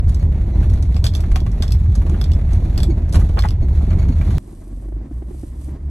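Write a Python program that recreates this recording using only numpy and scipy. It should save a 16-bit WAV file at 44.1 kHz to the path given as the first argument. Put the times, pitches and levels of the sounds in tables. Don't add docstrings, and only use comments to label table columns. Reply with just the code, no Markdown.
import sys
import numpy as np
from scipy import signal
from scipy.fft import rfft, irfft, next_fast_len
from scipy.io import wavfile
from scipy.ndimage import uniform_filter1d, map_coordinates

SR = 44100
rng = np.random.default_rng(int(sys.argv[2]) if len(sys.argv) > 2 else 0)


def bounce(signal):
    frames = np.transpose(np.atleast_2d(signal))
    limited = np.clip(frames, -1, 1)
    pcm = np.round(limited * 32767).astype(np.int16)
    wavfile.write(sys.argv[1], SR, pcm)


N = 260190


def amp(db):
    return 10 ** (np.asarray(db) / 20)


def unit(x):
    return x / np.sqrt(np.mean(x ** 2) + 1e-20)


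def along(points, hz):
    row_hz, values = np.transpose(points)
    return np.interp(np.log(hz + 1), np.log(row_hz + 1), values)


def curves(rows):
    times, *columns = np.transpose(rows)
    return [np.interp(np.arange(N) / SR, times, column) for column in columns]


def wobble(rate):
    return map_coordinates(rng.standard_normal(int(N * rate / SR) + 4), [np.arange(N) * rate / SR])


def filtered(x, response):
    size = next_fast_len(N + SR // 2)
    return irfft(rfft(x, size) * response(np.fft.rfftfreq(size, 1 / SR)), size)[..., :N]


def coloured(x, spectrum, size=8192):
    cepstrum = irfft(np.log(amp(along(spectrum, np.fft.rfftfreq(size, 1 / SR)))))
    cepstrum[1:size // 2] *= 2
    cepstrum[size // 2 + 1:] = 0
    pulse = irfft(np.exp(rfft(cepstrum)))
    return signal.fftconvolve(x, pulse[None] / np.linalg.norm(pulse), axes=1)[:, :N]


def noise(spectrum, drive=1):
    return unit(filtered(drive * rng.standard_normal((2, N)), lambda hz: amp(along(spectrum, hz))))


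def steady(x, span_s):
    window = signal.windows.hann(int(span_s * SR))
    power = signal.fftconvolve(x ** 2, window[None] / window.sum(), 'same', axes=1)
    return x / np.sqrt(np.abs(power) + 1e-6)


def grains(rate, spread_db, life_s):
    kicks = (rng.random(N) < rate / SR) * amp(spread_db * np.minimum(rng.exponential(size=N), 3))
    return unit(np.sqrt(signal.lfilter([1], [1, -np.exp(-2 / (life_s * SR))], kicks ** 2)))


def ring(notes, t, scatter_db):
    hz, db, t60 = np.transpose(notes)[:, :, None]
    strength = amp(db + scatter_db * rng.standard_normal((2, len(notes), 1)))
    phase = 2 * np.pi * rng.random((2, len(notes), 1))
    phase[0] = 0
    return np.sum(strength * amp(-60 * t / t60) * np.sin(2 * np.pi * hz * t + phase), axis=1)


def crack(t, rise_s, t60, colour_db=1.5, colour_width_hz=682):
    spectrum = rfft(rng.standard_normal((2, len(t))))
    position = np.fft.rfftfreq(len(t), 1 / SR) / colour_width_hz
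    colour = map_coordinates(rng.standard_normal(size=128), [position], mode='nearest')
    burst = unit(irfft(spectrum * amp(colour_db * colour), len(t)))
    return (1 - np.exp(-t / rise_s)) * amp(-60 * t / t60) * burst


def add(track, s, sound):
    part = track[:, max(round(s * SR), 0):][:, :sound.shape[1]]
    part += sound[:, :part.shape[1]]


# time in seconds, roughness in dB.
ROUGHNESS = [(0.0, -51.5), (0.62, -45.5), (0.96, -49.5), (1.53, -48.5), (1.66, -48.5), (1.93, -51.5),
             (2.08, -45.5), (2.91, -45), (3.13, -50), (3.35, -49), (3.58, -49.5), (3.81, -48.5),
             (3.93, -39.5), (4.17, -46), (4.28, -42.5), (4.35, -44.5)]
def road_gain(usual_db, slope):
    road_db, = curves(ROUGHNESS)
    return amp(usual_db + slope * (road_db - np.mean(np.transpose(ROUGHNESS)[1])))


def swells(times, levels_db, half_width_s):
    t = np.arange(N) / SR
    return sum(amp(db) ** 2 * np.exp(-2 * ((t - s) / half_width_s) ** 2)
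               for s, db in zip(times, levels_db))


# time in seconds, body heave in dB, tyre thump in dB.
BUMPS = [(0.064, -16.5, -53), (.11, -13, -30), (0.265, -15.5, -24.5), (.6, -12, -26.5), (0.71, -48, -33.5),
         (1.33, -8, -40), (1.462, -33, -31.5), (1.84, -20, -42.5), (1.991, -13, -32), (2.109, -38, -25),
         (2.53, -11.5, -55), (2.799, -17, -23), (2.901, -27, -22.5), (3.162, -18.5, -20), (3.205, -22, -23),
         (3.246, -14.5, -27), (3.35, -12, -36), (3.62, -14, -32), (3.87, -34, -45.5), (3.941, -14.5, -22),
         (4.089, -34, -25), (4.23, -17, -27.5), (4.35, -38.5, -23.5)]
# frequency in Hz, level in dB. Levels in all the tables are relative.
HEAVE_TONE = [(12, -28), (23, -6), (30, -2), (39, 0), (48, -3), (60, -17), (90, -45), (200, -150)]
BOOM_TONE = [(35, -43.5), (52, 3), (62, 5), (79, 7), (92, 1), (104, -6), (117, -5.5), (135, -22),
             (200, -69), (500, -150)]
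ROAR_TONE = [(80, -30), (125, 0.5), (145, -1), (172, -1), (186, -8), (207, -5.5), (270, -14.5), (350, -15),
             (420, -22), (600, -27), (1000, -33), (4000, -140)]
def tyres():
    times, heave_db, thump_db = np.transpose(BUMPS)
    heaves = swells(times, heave_db, half_width_s=0.022)
    thumps = swells(times, thump_db, half_width_s=0.043)
    heave = np.sqrt(road_gain(-19.5, slope=0.4) ** 2 + heaves) * steady(noise(HEAVE_TONE), span_s=0.014)
    boom_gain = np.sqrt(road_gain(-15, slope=0.14) ** 2 + amp(7.5) ** 2 * thumps)
    lurch = unit(amp(2.5 * wobble(24)))
    boom = boom_gain * lurch * steady(noise(BOOM_TONE), span_s=0.12)
    tread = noise(ROAR_TONE, 1.5 + grains(rate=55, spread_db=7.5, life_s=0.01))
    roar = np.sqrt(road_gain(-27.5, slope=0.4) ** 2 + thumps) * steady(tread, span_s=0.13)
    return heave + boom + roar


# frequency in Hz, level in dB.
CRUNCH_TONE = [(250, 5), (500, 3), (650, 7), (900, -6), (1200, -4), (1600, -9), (2200, -8), (2900, -14.5),
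               (5000, -70), (10000, -120)]
GRIT_TONE = [(1000, -41), (2000, 1.5), (2900, -5.5), (3500, 7.5), (3850, 4.5), (4300, 6.5), (4800, 1),
             (6500, -2), (7200, -1), (9000, 0), (11300, -0.5), (12300, -21), (13500, -38), (16000, -54)]
# time in seconds, level in dB.
GRIT_LEVEL = [(0, -65), (.11, -56.5), (.35, -61), (.68, -55.5), (1.0, -57.5), (1.6, -58), (2.15, -56),
              (2.42, -59), (2.55, -55.5), (2.92, -56.5), (3.06, -62), (3.26, -55.5), (3.57, -62.5),
              (3.75, -56), (4.17, -56.5), (4.33, -51)]
def dirt():
    jolts = grains(rate=90, spread_db=3, life_s=0.008)
    patches = amp(0.4 * wobble(20))
    crunch = road_gain(-43, slope=0.63) * patches * noise(CRUNCH_TONE, 1.2 + jolts)
    grit = amp(curves(GRIT_LEVEL)[0] + 2) * noise(GRIT_TONE, 1.6 + jolts)
    return crunch + grit


# start in seconds, level in dB, share of low clack in dB, pitch in Hz.
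TICKS = [(.08, -38, 2, 6000), (0.091, -29, -4, 9300), (0.1443, -27.5, -11, 6290), (0.1935, -39, 3, 4400),
         (.2242, -37.5, 9, 4200), (0.6974, -32.5, -17, 5560), (.7348, -32, -12, 5800),
         (0.8246, -27.5, -21, 6300), (1.3152, -30.5, 5, 6580), (1.463, -36, 10, 3280),
         (1.515, -35, -16, 6400), (1.952, -25, 1, 6440), (1.97, -44, -10, 6400), (2.095, -32, 7, 6800),
         (2.531, -29.5, -6, 6300), (3.091, -34.5, -7, 5660), (3.1242, -22.5, -15, 5980),
         (3.134, -24, -2.5, 9500), (3.2, -35.5, -9, 6340), (3.289, -36, 8, 2960)]
# frequency in Hz, level in dB.
TICK_TONE = [(500, -36), (2000, -11), (3500, 0.5), (5000, 5.5), (6300, 3), (7100, -0.5), (8000, 7.5),
             (9300, 5), (11000, 1.5), (12500, -13.5), (15500, -17)]
PANEL_TONE = [(60, -51.5), (200, -28.5), (450, 2), (720, 8), (880, -0.5), (1050, 3.5), (1170, 7.5),
              (1275, -3), (1390, 1), (1510, 1), (1750, -2), (1915, -4), (3000, -9.5), (16000, -84.5)]
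def dashboard_ticks(rise_s=0.0016):
    cracks, notes, clacks = np.zeros((3, 2, N))
    t = np.arange(SR // 12) / SR
    rise = 1 - np.exp(-t / rise_s)
    for s, db, clack_db, hz in TICKS:
        burst = crack(t, rise_s, t60=0.033)
        add(cracks, s, amp(db - 4.5) * burst)
        add(clacks, s, amp(db + clack_db - 4.5) * burst)
        add(notes, s, amp(db - 8.5) * rise * ring([(hz, 0, 0.02)], t, scatter_db=1.5))
    return coloured(cracks, TICK_TONE) + notes + coloured(clacks, PANEL_TONE)


# middle in seconds, level in dB, slips per second, length in seconds.
SQUEAKS = [(0.211, -56, 2200, 0.046), (0.542, -59.5, 2010, 0.06), (2.911, -50, 2206, 0.036),
           (3.631, -55.5, 2160, 0.033), (3.906, -52, 2200, 0.022), (3.997, -48.5, 2260, 0.024),
           (4.03, -47.5, 2205, 0.014), (4.093, -52, 2170, 0.019), (4.129, -54, 2196, 0.042)]
# the level in dB at one, two and three times the slip rate.
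SQUEAK_HARMONICS = [0.5, 1, -4.5]
def trim_squeaks():
    out = np.zeros((2, N))
    for s, db, hz, length_s in SQUEAKS:
        n = int(length_s * SR)
        waver = unit(uniform_filter1d(rng.standard_normal((2, SR // 4)), size=50, axis=1))[:, :n]
        phase = 2 * np.pi * np.cumsum(hz * (1 + 0.026 * waver), axis=1) / SR
        tone = sum(amp(level) * np.sin(k * phase) for k, level in enumerate(SQUEAK_HARMONICS, 1))
        add(out, s - length_s / 2, amp(db + 3.5) * signal.windows.hann(n) * unit(tone))
    return out


# start in seconds, level in dB, seconds before it fades, share of sizzle in dB.
CLATTERS = [(.556, -48, 0.0038, -24), (.625, -40, 0.018, -10), (1.042, -34, 0.027, 1),
            (1.153, -49, 0.02, 8.5), (1.236, -38, 0.0048, -15), (1.358, -28, 0.002, -1),
            (1.46, -41, 0.0082, -11), (1.623, -35, 0.015, -5), (1.858, -42, 0.0044, -40),
            (2.017, -33.5, 0.0017, -12.5), (2.064, -41.5, 0.0048, -13), (2.143, -31.5, 0.0041, -17.5),
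            (2.214, -47.5, 0.01, -11), (2.776, -35, 0.012, -13), (3.143, -28.5, 0.021, -3),
            (3.19, -40.5, 0.028, -5), (3.296, -44, 0.0045, -9), (3.371, -25.5, 0.017, -23),
            (3.434, -30.5, 0.022, -12), (3.905, -34.5, 0.0061, -10), (3.989, -44.5, 0.0075, -5.5),
            (4.028, -40, 0.0085, -16), (4.085, -44, 0.0056, -6), (4.212, -33, 0.0034, -15),
            (4.272, -46, 0.0058, -11), (4.305, -30.5, 0.0049, -6.5)]
# frequency in Hz, level in dB.
SIZZLE_TONE = [(500, -42), (1500, -16), (2600, 3.5), (3500, 3), (4400, 4.5), (5500, 3), (7000, 2),
               (8000, 4.5), (9500, 0.5), (11300, 3.5), (13000, -17.5), (15500, -39.5)]
def trim_clatter(rise_s=0.00037, t60=0.057):
    knocks, sizzle = np.zeros((2, 2, N))
    t = np.arange(SR // 6) / SR
    for s, db, hold_s, sizzle_db in CLATTERS:
        swell = (1 - np.exp(-t / rise_s)) * amp(db - 60 * np.maximum(t - hold_s, 0) / t60)
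        chatter = swell * rng.standard_normal((2, len(t)))
        add(knocks, s, chatter)
        add(sizzle, s, amp(sizzle_db) * chatter)
    contacts = unit(0.8 + grains(rate=500, spread_db=2.5, life_s=0.0015))
    panel = amp(-1.4) * coloured(knocks * contacts, PANEL_TONE)
    return panel + amp(-2.5) * coloured(sizzle * contacts, SIZZLE_TONE)


# start in seconds, level in dB, share of low clack in dB,
# pitch in Hz of the spot that is struck, share of ring in dB.
CLINKS = [(.944, -30.5, -2, 3720, -1), (.965, -23.5, 5, 7730, -3), (1.0414, -10, -5, 4540, -1),
          (1.0662, -11.5, -18, 3530, 2), (1.137, -26, -8, 5130, 2.5), (1.1504, -14.5, -7.5, 3480, -3.5),
          (1.205, -22, -12, 4730, -11), (1.358, -20, 9, 3570, -1), (1.403, -26, -12, 3330, -2),
          (1.6232, -13, -5, 3600, 1.5), (1.679, -21.5, -10, 5330, -3.5), (1.706, -25.5, -4.5, 4900, -8),
          (1.7208, -13, -15, 4970, -6), (2.2128, -16, -2, 3370, -5.5), (2.24, -20, -8, 3600, -1.5),
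          (2.317, -25.5, -28, 2900, 6), (2.334, -26, -15, 3430, -5), (2.759, -36, 11, 3320, 2),
          (2.777, -13.5, -9, 4470, -2.5), (2.8025, -20.5, -1.5, 3390, -0.5), (2.819, -31, -6, 3520, -7),
          (2.8318, -13, -7, 7700, -1), (3.372, -37, 7.5, 3300, -7), (3.3908, -13.5, -2.5, 4270, -2),
          (3.408, -26, -10, 5000, 2), (3.422, -23.5, 1, 3400, 1), (3.477, -31, -6, 7700, -9),
          (3.486, -17.5, -9, 2930, -9.5), (3.506, -23.5, 0, 3540, -4.5)]
# pitch in Hz, level in dB, ring time in seconds.
FITTING_NOTES = [(2910, -22, .019), (3465, -8.5, 0.041), (3410, -8, 0.045), (3690, -15.5, 0.084),
                 (4350, -7, .018), (4400, -5, 0.033), (4680, 4, 0.011), (4920, -1, .014), (6320, -14, .04),
                 (7720, -8, 0.021), (11120, -20, 0.02)]
# frequency in Hz, level in dB.
CRACK_TONE = [(300, -59), (1500, -31), (2600, -4), (3400, -1), (3950, -2.5), (4500, 1.5), (5300, 8.5),
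              (6900, -11), (7700, 3), (9500, -5.5), (11300, -2.5), (13000, -16), (15500, -15)]
def loose_fitting(rise_s=0.0006, bounce_gap_s=0.0082, bounce_loss_db=9):
    cracks, rings, clacks = np.zeros((3, 2, N))
    t = np.arange(SR // 8) / SR
    rise = 1 - np.exp(-t / rise_s)
    for s, db, clack_db, hz, ring_db in CLINKS:
        burst = crack(t, rise_s, t60=0.02)
        add(cracks, s, amp(db - 9.5) * burst)
        add(clacks, s, amp(db + clack_db - 7.5) * burst)
        detune = 1 + 0.014 * rng.standard_normal()
        notes = ring(FITTING_NOTES + [(hz, 6, 0.015)], detune * t, scatter_db=3)
        add(rings, s, amp(db + ring_db - 12.5) * rise * notes)
        bounce_times = np.cumsum(bounce_gap_s * (0.5 + rng.random(size=4)))
        for k, delay_s in enumerate(bounce_times, 1):
            tap = crack(t, rise_s=0.0002, t60=0.008)
            add(cracks, s + delay_s, amp(db - 7 - k * bounce_loss_db) * tap)
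    return coloured(cracks, CRACK_TONE) + rings + coloured(clacks, PANEL_TONE)


# start in seconds, level in dB, most strongly struck pitch in Hz.
KNOCKS = [(1.361, -21, 1020), (3.151, -30, 1100), (3.216, -29, 1250), (3.374, -16.5, 810),
          (3.386, -19.5, 1300), (3.437, -18.5, 1270), (3.448, -16.5, 1020), (3.808, -31.5, 900),
          (3.906, -39, 1000), (3.916, -32.5, 2000), (3.983, -28.5, 900), (4.102, -34, 790),
          (4.213, -32, 2040), (4.222, -34.5, 1500), (4.273, -33, 1090), (4.311, -31, 800),
          (4.339, -29, 1100)]
# pitch in Hz, level in dB, ring time in seconds.
BOX_NOTES = [(752, -1, 0.067), (844, -1.5, .035), (1032, -5, 0.045), (1090, -7, .05), (1242, -4, 0.035),
             (1520, -5.5, .03), (1957, -1.5, 0.022), (2280, 2, .018)]
def plastic_box(drop_db_per_octave=14):
    out = np.zeros((2, N))
    t = np.arange(SR // 8) / SR
    rise = 1 - np.exp(-t / 0.0015)
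    for s, db, struck_hz in KNOCKS:
        notes = [(hz, level - drop_db_per_octave * abs(np.log2(hz / struck_hz)), t60)
                 for hz, level, t60 in BOX_NOTES]
        add(out, s, amp(db - 2) * rise * ring(notes, t, scatter_db=5.5))
    return out


# loudest moment in seconds, level in dB, pitch in Hz, half width in seconds.
THUDS = [(2.126, -26.5, 328, 0.012), (2.814, -38.5, 287, .01), (2.897, -17, 333, 0.012),
         (3.385, -32, 348, 0.01), (3.645, -32, 360, 0.032), (4.102, -16.5, 254.6, 0.0093),
         (4.317, -30.5, 303, .008)]
def panel_thuds(tail_db=-7.5, t60=0.2):
    out = np.zeros((2, N))
    t = np.arange(-SR // 12, SR // 4) / SR
    for s, db, hz, half_width_s in THUDS:
        tail = np.where(t > 0, amp(tail_db - 60 * t / t60), 0)
        swell = np.maximum(np.exp(-(t / half_width_s) ** 2), tail)
        note = np.sin(2 * np.pi * (hz * t + rng.random((2, 1))))
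        add(out, s + t[0], amp(db - 0.5) * swell * note)
    return out


# time in seconds, firings per second, level in dB.
REVS = [(4.42, 41.0, -40), (4.672, 42.4, -48), (4.706, 44, -32), (4.985, 52.27, -24), (5.094, 55.6, -37),
        (5.154, 58, -26.5), (5.303, 62.62, -32.5), (5.74, 69.1, -25.5), (5.756, 68.76, -35),
        (5.88, 71.1, -24)]
def engine():
    hz, db = curves(REVS)
    phase = 2 * np.pi * np.cumsum(hz * (1 + 0.014 * wobble(14))) / SR
    note = np.sin(phase) + amp(-14) * np.sin(2 * phase)
    shared_only = np.array([[1], [0]])
    return amp(db + 2.3 * wobble(32)) * unit(note) * shared_only


# frequency in Hz, level in dB.
ROLL_TONE = [(15, -31), (27, 6), (38, 15), (70, 6.5), (110, 2), (170, -3), (230, -4.5), (340, -8.5),
             (420, -17.5), (620, -19.5), (850, -28), (1100, -26), (1400, -37), (1950, -36.5), (2800, -45),
             (7000, -51), (16000, -87.5)]
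HISS_TONE = [(1200, -20), (2500, -9.5), (5000, -10), (7500, -6.5), (9000, -3), (10500, -2), (11600, -4.5),
             (12600, -25), (15000, -45.5)]
# time in seconds, level in dB.
HISS_LEVEL = [(4.42, -65.5), (4.48, -63.5), (4.62, -65.5), (4.86, -69), (5.02, -80), (5.12, -69.5),
              (5.27, -71), (5.32, -63.5), (5.42, -61), (5.555, -68), (5.62, -58.5), (5.67, -60.5),
              (5.785, -76.5), (5.88, -76)]
def smooth_track(roll_db=-33, db_per_doubling=3.5):
    firing_hz, _ = curves(REVS)
    hiss_db, = curves(HISS_LEVEL)
    relative_speed = firing_hz / np.mean(np.transpose(REVS)[1])
    roll_gain = amp(roll_db + db_per_doubling * np.log2(relative_speed))
    roll = steady(noise(ROLL_TONE), span_s=0.045)
    hiss = noise(HISS_TONE, 3 + grains(rate=140, spread_db=5.5, life_s=0.0046))
    return roll_gain * roll + amp(hiss_db + 5.5) * hiss


# start in seconds, level in dB.
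RUTS = [(4.435, -40), (4.477, -37.5), (4.529, -35), (4.614, -37), (4.671, -37), (4.726, -33.5),
        (4.772, -36), (4.824, -36), (4.855, -38), (4.884, -34), (4.922, -30.5), (4.964, -32),
        (5.012, -34.5), (5.056, -33), (5.111, -32), (5.221, -29.5), (5.308, -31), (5.344, -33.5),
        (5.433, -29), (5.593, -39), (5.684, -29.5)]
# pitch in Hz, level in dB, ring time in seconds.
BODY_NOTES = [(254, -13, 0.016), (319, 5, 0.038), (378, -12.5, 0.016), (570, 2, 0.014), (717, -14.5, 0.036),
              (1070, -27, .017)]
def suspension(tap_t60=0.05):
    body, taps = np.zeros((2, 2, N))
    t = np.arange(SR // 8) / SR
    rise = 1 - np.exp(-t / 0.0026)
    average_db = np.mean(np.transpose(RUTS)[1])
    for s, db in RUTS:
        detune = 1 + 0.05 * rng.standard_normal()
        add(body, s, amp(db + 5.5) * rise * ring(BODY_NOTES, detune * t, scatter_db=1.7))
        edge = amp(db - 18 + 0.27 * (db - average_db))
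        add(taps, s, edge * rise * amp(-60 * t / tap_t60) * rng.standard_normal((2, len(t))))
    return body + coloured(taps, PANEL_TONE)


# frequency in Hz, ring time in seconds.
ECHO_TIMES = [(300, 0.044), (3000, 0.12), (12000, 0.12)]
def cabin_echo(x):
    hz, t, spectra = signal.stft(rng.standard_normal((2, SR // 4)), SR, nperseg=256)
    fade = amp(-60 * t / along(ECHO_TIMES, hz)[:, None])
    _, tail = signal.istft(spectra * fade, SR, nperseg=256)
    tail = np.pad(tail, ((0, 0), (SR // 400, 0)))
    return signal.fftconvolve(x, tail / np.linalg.norm(tail[0]), axes=1)[:, :N]


# frequency in Hz, likeness from 0 to 1.
LIKENESS = [(60, 1), (150, 1), (250, 0.98), (370, 0.83), (520, 0.044), (800, 0.42), (1200, 0.052),
            (1750, 0.99), (2800, 0.078), (4500, 0.57), (6000, 0.98), (12000, 1)]
# frequency in Hz, left minus right in dB.
BALANCE = [(100, -.4), (200, -1.3), (320, -2.6), (520, -.7), (1000, .8), (1800, .3), (2700, -.7),
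           (3400, -4), (4300, -.7), (8000, 0)]
# frequency in Hz, lead in half cycles.
LEAD_ROUGH = [(2000, 0), (4000, .25), (4900, 1), (6000, 2), (9200, 3), (12300, 4), (13300, 4), (15200, 5)]
LEAD_SMOOTH = [(2000, 0), (3000, -.2), (7500, -.4), (8800, 0), (10300, 1), (11900, 2)]
def microphones(pair, lead):
    def blend(hz):
        angle = np.arccos(np.clip(along(LIKENESS, hz), -1, 1)) / 2
        return np.array([np.cos(angle), np.sin(angle)])

    def skew(hz):
        side = np.array([[0.5], [-0.5]])
        return amp(side * along(BALANCE, hz)) * np.exp(1j * np.pi * side * along(lead, hz))

    shared, apart = filtered(pair, blend)
    return filtered(np.array([shared + apart, shared - apart]), skew)


def scene(cut_s=4.383):
    rattles = loose_fitting() + dashboard_ticks() + trim_clatter() + plastic_box() + trim_squeaks()
    road = tyres() + dirt() + panel_thuds()
    rough = microphones(road + rattles + amp(-8) * cabin_echo(rattles), LEAD_ROUGH)
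    smooth = microphones(engine() + smooth_track() + suspension(), LEAD_SMOOTH)
    until_cut_s = cut_s - np.arange(N) / SR
    pop = np.exp(-np.abs(until_cut_s) / 0.00057)
    return np.where(until_cut_s > 0, (1 - pop) * rough + amp(-13.5) * pop, smooth)


def record(dry):
    return filtered(dry, lambda hz: hz < 15800)


dry = scene()
out = record(dry)
bounce(out)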